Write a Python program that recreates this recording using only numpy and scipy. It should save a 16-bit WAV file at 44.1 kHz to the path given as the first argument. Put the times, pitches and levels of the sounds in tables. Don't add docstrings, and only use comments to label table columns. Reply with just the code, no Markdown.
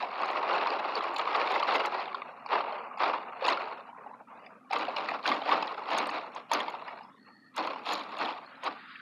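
import sys
import numpy as np
from scipy import signal
from scipy.fft import rfft, irfft, next_fast_len
from scipy.io import wavfile
from scipy.ndimage import uniform_filter1d, map_coordinates

SR = 44100
rng = np.random.default_rng(int(sys.argv[2]) if len(sys.argv) > 2 else 0)


def decibels_to_gain(level_db):
    exponent = np.asarray(level_db, float) / 20
    return 10 ** exponent


def log_audio(samples):
    frames = np.atleast_2d(samples).T
    limited = np.clip(frames, -1, 1)
    pcm = np.round(limited * 32767).astype(np.int16)
    wavfile.write(sys.argv[1], SR, pcm)


N = 397334

# frequency in Hz, level in dB per Hz.
HEAP_COLOUR = [(65, -68), (110, -41.5), (278, -11.5), (341, -10), (860, -1), (1150, -1.5), (1630, -13),
               (2510, -11), (2950, -13.5), (4280, -14.5), (5950, -34), (6870, -35), (7770, -52),
               (11000, -47.5), (15000, -74)]
# frequency in Hz, level in dB per Hz.
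AIR_COLOUR = [(80, -38), (150, -13.5), (260, 0.5), (500, -9.5), (1000, -5), (1900, -22), (3000, -15.5),
              (5000, -23), (6500, -42), (9000, -73.5)]
AIR_DB = -55


def rms_one(x):
    return x / np.sqrt(np.mean(x ** 2) + 1e-30)


def at_hz(points, hz):
    points_hz, points_db = np.transpose(points)
    return np.interp(np.log(hz), np.log(points_hz), points_db)


def drift(rate):
    steps = rng.standard_normal(3000)
    return np.interp(np.arange(N) / SR * rate, np.arange(len(steps)), steps)


def resonate(x, hz, width_hz):
    r = np.exp(-np.pi * width_hz / SR)
    g = (1 - r * r) / 2
    stage = [g, 0, -g, 1, -2 * r * np.cos(2 * np.pi * hz / SR), r * r]
    return signal.sosfilt([stage, stage], x + 1e-18)


def coloured(spectrum):
    size = next_fast_len(N)
    hz = np.maximum(np.fft.rfftfreq(size, 1 / SR), 1)
    noise = rfft(rng.standard_normal(size))
    return rms_one(irfft(noise * decibels_to_gain(at_hz(spectrum, hz)), size)[:N])


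def add(out, s, modes):
    t = np.arange(1500) / SR
    for hz, db, cycles, delay in modes:
        i = round((s + delay) * SR)
        envelope = (1 - np.exp(-t * hz / 0.78)) * np.exp(-t * hz / cycles)
        out[i:i + len(t)] += decibels_to_gain(db) * np.sin(2 * np.pi * hz * t) * envelope


def garden():
    return decibels_to_gain(AIR_DB + 0.96 * drift(2.97)) * coloured(AIR_COLOUR)


def mains_hum():
    hum_hz, hum_db = 118.6, -78
    return decibels_to_gain(hum_db) * np.sqrt(2) * np.sin(2 * np.pi * hum_hz * np.arange(N) / SR)


def insects():
    from_s, to_s, fade_s = 7.12, 7.55, 0.0796
    # band centre in Hz, width in Hz, level in dB.
    chorus = [(1200, 160, -68), (1830, 150, -63), (4342, 260, -68)]
    t = np.arange(N) / SR
    audible = np.clip(np.minimum(t - from_s, to_s - t) / fade_s, 0, 1)
    whir = 0
    for hz, width_hz, db in chorus:
        whir = whir + decibels_to_gain(db) * rms_one(resonate(rng.standard_normal(N), hz, width_hz))
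    return audible * whir


def drain():
    # time in seconds, level in dB.
    flow = [
        (8.35, -71),
        (8.5, -54.5),
        (8.75, -53.5),
        (8.9, -47),
        (9.01, -51),
    ]
    # frequency in Hz, level in dB per Hz.
    fizz_colour = [(500, -28), (1300, 4), (2600, -6.5), (4800, -13.5), (6600, -62)]
    flow_db = np.interp(np.arange(N) / SR, *np.transpose(flow))
    return decibels_to_gain(flow_db + drift(25)) * coloured(fizz_colour)


def pings():
    # start in seconds, peak in dB, pitch in Hz.
    short_walls = [(0.9537, -24.5, 4515), (1.8497, -39.5, 4750), (3.4794, -29, 4280), (4.3939, -59.5, 4260),
                   (4.4623, -49, 4880), (6.8409, -51.5, 4100), (7.008, -61, 4710), (7.0334, -53, 5087),
                   (8.4622, -45.5, 4290), (8.5555, -50, 4000), (8.6622, -33.5, 3880)]
    out = np.zeros(N + SR)
    for s, peak_db, hz in short_walls:
        add(out, s, [(hz, peak_db - 1.0, 22.0, 0)])
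    return out[:N]


def ticks():
    # start in seconds, peak in dB, pitch in Hz.
    edge_snaps = [(0.2167, -54.5, 6530), (0.258, -49.5, 6410), (0.3121, -53, 6580), (0.5542, -55, 6960),
                  (0.7967, -59, 6610), (0.9531, -56, 6610), (1.0362, -54.5, 7000), (1.1424, -50, 7030),
                  (1.1634, -46, 7060), (1.1838, -39, 7050), (1.3629, -52.5, 6630), (1.5176, -47, 6700),
                  (1.5986, -54, 6470), (1.7406, -50, 6660), (1.7598, -43, 6520), (1.858, -35, 6100),
                  (2.9853, -59, 6990), (3.4642, -50, 6700), (3.4697, -46, 6730), (3.4801, -38, 6720),
                  (3.4992, -41, 6400), (3.6198, -69.5, 6690),
                  (4.7314, -43, 6380), (4.7857, -47, 6740), (4.9648, -61, 6450), (4.9828, -56, 6400),
                   (5.09, -55, 6690), (5.2614, -57, 6630), (5.2892, -43.5, 6430), (5.4917, -56, 6500),
                   (5.6262, -53.5, 6800), (5.9082, -50.5, 6480), (5.9788, -36, 6750), (5.984, -29.5, 6360),
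                   (6.071, -43.5, 8530), (6.1023, -48, 6520), (6.3492, -47, 6460), (6.5168, -38, 6970),
                   (6.5345, -23, 6240), (6.6026, -45.5, 6630), (6.7013, -52, 6870), (7.5634, -56, 6000),
                   (7.5637, -36.5, 6100), (7.5786, -43, 6860), (7.6697, -51.5, 6470), (7.9006, -56, 6700),
                   (7.9246, -42, 6960), (7.9311, -38.5, 6110), (7.9351, -32.5, 6900), (8.184, -49, 6720),
                   (8.638, -49.5, 6570), (8.641, -44.5, 6330)]
    out, snaps = np.zeros(N + SR), edge_snaps
    for (s, peak_db, hz), chance in zip(snaps, rng.random((len(snaps), 16))):
        modes = [(hz, peak_db + 0.5, 18.0, 0)]
        for f, late in zip(4500 * 2.8 ** chance[:8], chance[8:]):
            modes.append((f, peak_db - 7.0 - f / 2600, 12.0, 0.0033 * late ** 2))
        add(out, s, modes)
    return out[:N]


def knocks():
    # start in seconds, peak in dB, cavity in Hz, brick walls in dB.
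    tub_knocks = [(0.191, -32, 1066, -24), (0.232, -17.5, 1104, -18), (0.301, -21, 790, -14.5),
                  (0.536, -21, 925, -15.5), (0.67, -18.5, 1041, -9), (1.007, -21.5, 1200, -13),
                  (1.161, -24.5, 853, -2.5), (1.274, -17, 1070, -18.5), (1.35, -15.5, 1123, -11),
                  (1.543, -23, 907, -14), (1.628, -14, 1137, -13), (1.85, -18.5, 1280, -11.5),
                  (1.993, -26, 790, -9), (2.077, -30.5, 820, -11), (2.145, -19.5, 1085, -15),
                  (2.219, -23.5, 1109, -14), (2.461, -27.5, 1075, -10), (2.506, -26.5, 1081, -30),
                  (2.534, -21, 968, -17), (2.606, -21, 1150, -12.5), (2.723, -25, 835, -14.5),
                  (2.78, -28, 1060, -16), (2.973, -25, 820, -16), (3.004, -16.5, 1170, -24.5),
                  (3.035, -11.5, 937, -19), (3.421, -25.5, 546, -17), (3.451, -22, 522, -4.5),
                  (3.482, -15, 977, -5.5), (3.522, -14.5, 1145, -11), (3.674, -32.5, 860, -21),
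                  (4.708, -24.5, 775, -10.5), (4.73, -19, 895, -9), (4.829, -23.5, 765, -12),
                  (4.882, -22, 719, -13), (4.963, -27, 803, 1.5), (5.087, -26, 1250, -1),
                  (5.117, -26, 671, -30), (5.256, -17.5, 1500, -7.5), (5.316, -14, 1150, -11.5),
                  (5.417, -23.5, 809, -11), (5.461, -23, 587, -21.5), (5.491, -15, 963, -11.5),
                  (5.521, -13.5, 1120, -19.5), (5.625, -20.5, 864, -8), (5.671, -28.5, 875, -3.5),
                  (5.818, -30.5, 912, -26), (5.858, -36, 1070, -14), (5.888, -24, 860, -15),
                  (5.912, -23.5, 939, -10.5), (5.947, -23, 883, -11.5), (6.09, -25, 936, -6),
                  (6.176, -28, 850, -20), (6.241, -32, 872, -22), (6.361, -27, 927.6, -18),
                  (6.515, -13, 895, -13), (6.602, -24.5, 1030, -1.5), (6.681, -22.5, 899, -12.5),
                  (6.739, -26, 926, -22.5),
                  (7.546, -39, 958, -15.5), (7.568, -26, 1320, -17.5), (7.589, -26.5, 776, -20),
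                 (7.648, -25.5, 726, -15), (7.673, -20, 1040, -14), (7.701, -29.5, 601, -11.5),
                 (7.733, -28, 1069, -14), (7.76, -22, 1007, -23), (7.859, -28.5, 1173, -22),
                 (7.866, -26, 710, -20.5), (8.009, -30.5, 1120, -7), (8.212, -20.5, 1470, -11.5),
                 (8.245, -27.5, 759, -2.5), (8.288, -26.5, 925, -9), (8.663, -23, 972, -9.5)]
    # start in seconds, peak in dB, cavity in Hz, brick walls in dB.
    settling = [(3.773, -34, 1067, -13), (3.785, -37.5, 547, -16), (3.89, -31.5, 780, -16),
                (3.929, -35.5, 944, -28), (3.962, -42, 910, -30), (4.11, -33, 876, -23),
                (4.134, -38.5, 990, -15), (4.207, -35, 850, -34), (4.329, -40.5, 775, -27),
                (4.395, -44.5, 1120, -7), (4.462, -39.5, 747, -5), (4.043, -37.5, 950, -22),
                (4.063, -28.5, 834, -26.5), (6.822, -35, 1010, -33.5), (6.879, -28, 990, -8),
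                (6.929, -39, 925, -15), (7.008, -33.5, 814, -19), (8.676, -21.5, 1140, -15),
                (8.955, -37, 1900, -1), (8.999, -37, 1530, -17)]
    out, blows = np.zeros(N + SR), tub_knocks + settling
    for (s, peak_db, hz, wall_db), chance in zip(blows, rng.random((len(blows), 16))):
        modes = [(hz, peak_db + 1.0, 2.696 + 2.5 * chance[0], 0),
                 (hz * (.7 + .6 * chance[1]), peak_db - 6.0, 5.0, 0.005094 * chance[2])]
        for f, late in zip(1750 * 3.0 ** chance[4:10], chance[10:]):
            tilt_db = .5 * (at_hz(HEAP_COLOUR, f) - at_hz(HEAP_COLOUR, 3000))
            modes.append((f, peak_db + wall_db - 3.0 + tilt_db, 9.0, .008 * late ** 2))
        add(out, s, modes)
    return out[:N]


def stirring(t, steepness, dry_share):
    # crest in seconds, crest in dB, seconds to rise 20 dB,
    # seconds to settle 20 dB, dry bricks on top in dB.
    pushes = [(0.01, -33.5, .05, 0.2, 2.5), (0.231, -28, 0.06, 1.77, -4),
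              (0.399, -31.5, 0.44, 1.25, -1), (0.601, -29, 0.37, 1.3, -2),
              (0.78, -33.5, 0.52, 0.07, 2.0), (0.95, -44, .05, 4.3, 0.5),
              (1.03, -31.5, 0.2933, 1.7, 1.5), (1.18, -28, 0.0031, 0.66, 4),
              (1.39, -26, 0.13, 0.28, 0.67), (1.561, -23.5, 0.1448, 0.59, 2.5),
              (1.75, -26.5, 0.11, .5, 4), (2.101, -36, 0.75, 0.54, -0.4),
              (2.542, -27, 0.08, 0.62, -3.5), (3.042, -24, 0.0657, 0.46, 0),
              (3.5, -23.5, 0.1135, 0.3929, 2), (4.08, -47.5, 0.3, 1.69, -12.5),
              (4.462, -47, 0.271, 0.49, -6.5), (4.739, -25.5, .04, 0.4, 4),
                    (4.98, -31, .04, .35, 4.0), (5.13, -34, .12, .15, 1.62), (5.291, -24.5, .06, .12, 7.5),
                    (5.52, -25, 0.1113, 0.66, 3), (5.972, -25.5, 0.12, 0.36, 3.5),
                    (6.17, -36, 0.17, .25, 3), (6.37, -38, 0.071, .08, 4.5),
                    (6.539, -26.5, 0.0434, 0.377, 4.5), (6.92, -40, 0.2, 0.18, 1),
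                    (7.27, -50.5, .08, .1, -8), (7.589, -29.5, .045, 0.53, 4.5),
                    (7.931, -30, 0.097, .15, 11), (8.25, -32.5, 0.19, 0.4, 4.5),
                    (8.669, -35.5, .08, .15, 3.5)]
    crest_s, tail_db = 0.22, -4
    s, db, rise_s, settle_s, dry_db = np.transpose(pushes)[:, :, None]
    after = np.clip(t - s, 0, 3)
    crest_fall_db = -20 * after / np.minimum(crest_s, settle_s)
    fall_db = np.maximum(crest_fall_db, tail_db - 20 * after / settle_s)
    rise_db = -20 * (np.minimum(t - s, 0) / rise_s) ** 2
    push_db = db + dry_share * dry_db + rise_db + steepness * fall_db
    return 10 * np.log10(np.sum(decibels_to_gain(np.maximum(push_db, -140)) ** 2, axis=0))


def rattle(per_s, spread_db, clump_db, scatter_db, sharpness):
    # start in seconds, boom in dB.
    tubs = [
        (0, -6.5),
        (3.35, -5.5),
        (4.6, 1),
        (7.5, 2),
    ]
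    boom_to_hz, wall_from_hz, short_from_hz, edge_from_hz = 340, 1650, 3050, 6050
    t, s = np.arange(N) / SR, np.arange(0, N / SR + .01, .004)
    tub_db = stirring(s, 1, 0)
    busy = decibels_to_gain(.15 * (np.interp(t, s, tub_db) + 33))
    at = np.flatnonzero(rng.random(N) < per_s * busy * decibels_to_gain(clump_db * drift(45)) / SR)
    size_db = spread_db * np.minimum(rng.exponential(1, N)[at], 4.5)
    blow = 1.01 * rng.choice([-1, 1], N)[at]
    pitches = np.geomspace(120, 14500, 60)
    from_s, boom_db = np.transpose(tubs)
    tub_now = np.maximum(np.searchsorted(from_s, s, "right") - 1, 0)
    boom_db = tub_db + boom_db[tub_now]
    parts = [(0, boom_db, .6, -17.0),
             (boom_to_hz, tub_db, .8, -2.5),
             (wall_from_hz, stirring(s, 1.114, 0.2), .9, -11.5),
             (short_from_hz, stirring(s, 1.367, 0.91), 1.05, -17.5),
             (edge_from_hz, stirring(s, 1.39, 1.74), 1.45, -47.0)]
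    tops = [p[0] for p in parts[1:]] + [SR]
    out = 0
    for (low, level_db, hardness, share_db), high in zip(parts, tops):
        level = decibels_to_gain(np.interp(t, s, level_db))
        force = level[at] / np.sqrt(busy[at]) * decibels_to_gain(hardness * size_db)
        part = 0
        for k, hz in enumerate(pitches[(pitches >= low) & (pitches < high)]):
            clicks = np.zeros(N)
            own_blow, own_size = rng.standard_normal((2, 20000))[:, at % 20000]
            clicks[at] = force * (blow * (-1) ** k + own_blow) * decibels_to_gain(scatter_db * own_size)
            part = part + decibels_to_gain(at_hz(HEAP_COLOUR, hz)) * resonate(clicks, hz, hz / sharpness)
        out = out + decibels_to_gain(share_db) * rms_one(part) * np.sqrt(np.mean(level ** 2))
    return out


def scene():
    air = garden() + mains_hum()
    heap = rattle(per_s=1900, spread_db=4.0, clump_db=4.0, scatter_db=4.5, sharpness=13.22)
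    heap = heap + knocks() + ticks() + pings() + drain()
    return (heap + air + insects())[None]


def suppress(x, over, depth_db, error_db):
    hz, _, z = signal.stft(x, SR, nperseg=1024, noverlap=768)
    learnt = decibels_to_gain(at_hz(AIR_COLOUR, np.maximum(hz, 1))) ** 2
    learnt *= decibels_to_gain(AIR_DB) ** 2 * 3 / 4 / learnt.sum()
    grid = np.meshgrid(np.sqrt(hz) / 3.5, np.arange(z.shape[1]) / 22, indexing="ij")
    wander = map_coordinates(rng.standard_normal((45, 75)), grid, order=1)
    power = uniform_filter1d(np.abs(z) ** 2, size=5, axis=0)
    power = signal.lfilter([.3], [1, -.7], power, axis=1)
    gain = 1 - over * learnt[:, None] * decibels_to_gain(error_db * wander) ** 2 / (power + 1e-20)
    return signal.istft(z * np.maximum(gain, decibels_to_gain(depth_db)), SR, nperseg=1024, noverlap=768)[1][:N]


def low_pass(x):
    return signal.sosfilt(signal.butter(12, 15750, fs=SR, output="sos"), x)


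def record(dry):
    # centre in Hz, width in Hz.
    port_notches = [(6050, 380), (7800, 360)]
    # frequency in Hz, level in dB per Hz.
    rest_colour = [(25, -55.5), (80, -47), (130, -18), (250, -0.5), (400, -19.5), (800, -24), (3000, -37.5),
                   (6000, -44.5), (12300, -47.5), (12800, -73)]
    low_cut_hz, rest_db = 119.7, -62.5
    x = signal.sosfilt(signal.butter(2, low_cut_hz, "high", fs=SR, output="sos"), dry[0])
    for hz, width_hz in port_notches:
        x = signal.lfilter(*signal.iirnotch(hz, hz / width_hz, SR), x)
    x = suppress(x, over=1.79, depth_db=-27.0, error_db=1.9)
    x = x + decibels_to_gain(rest_db) * coloured(rest_colour)
    return low_pass(x[None])


dry = scene()
out = record(dry)
log_audio(out)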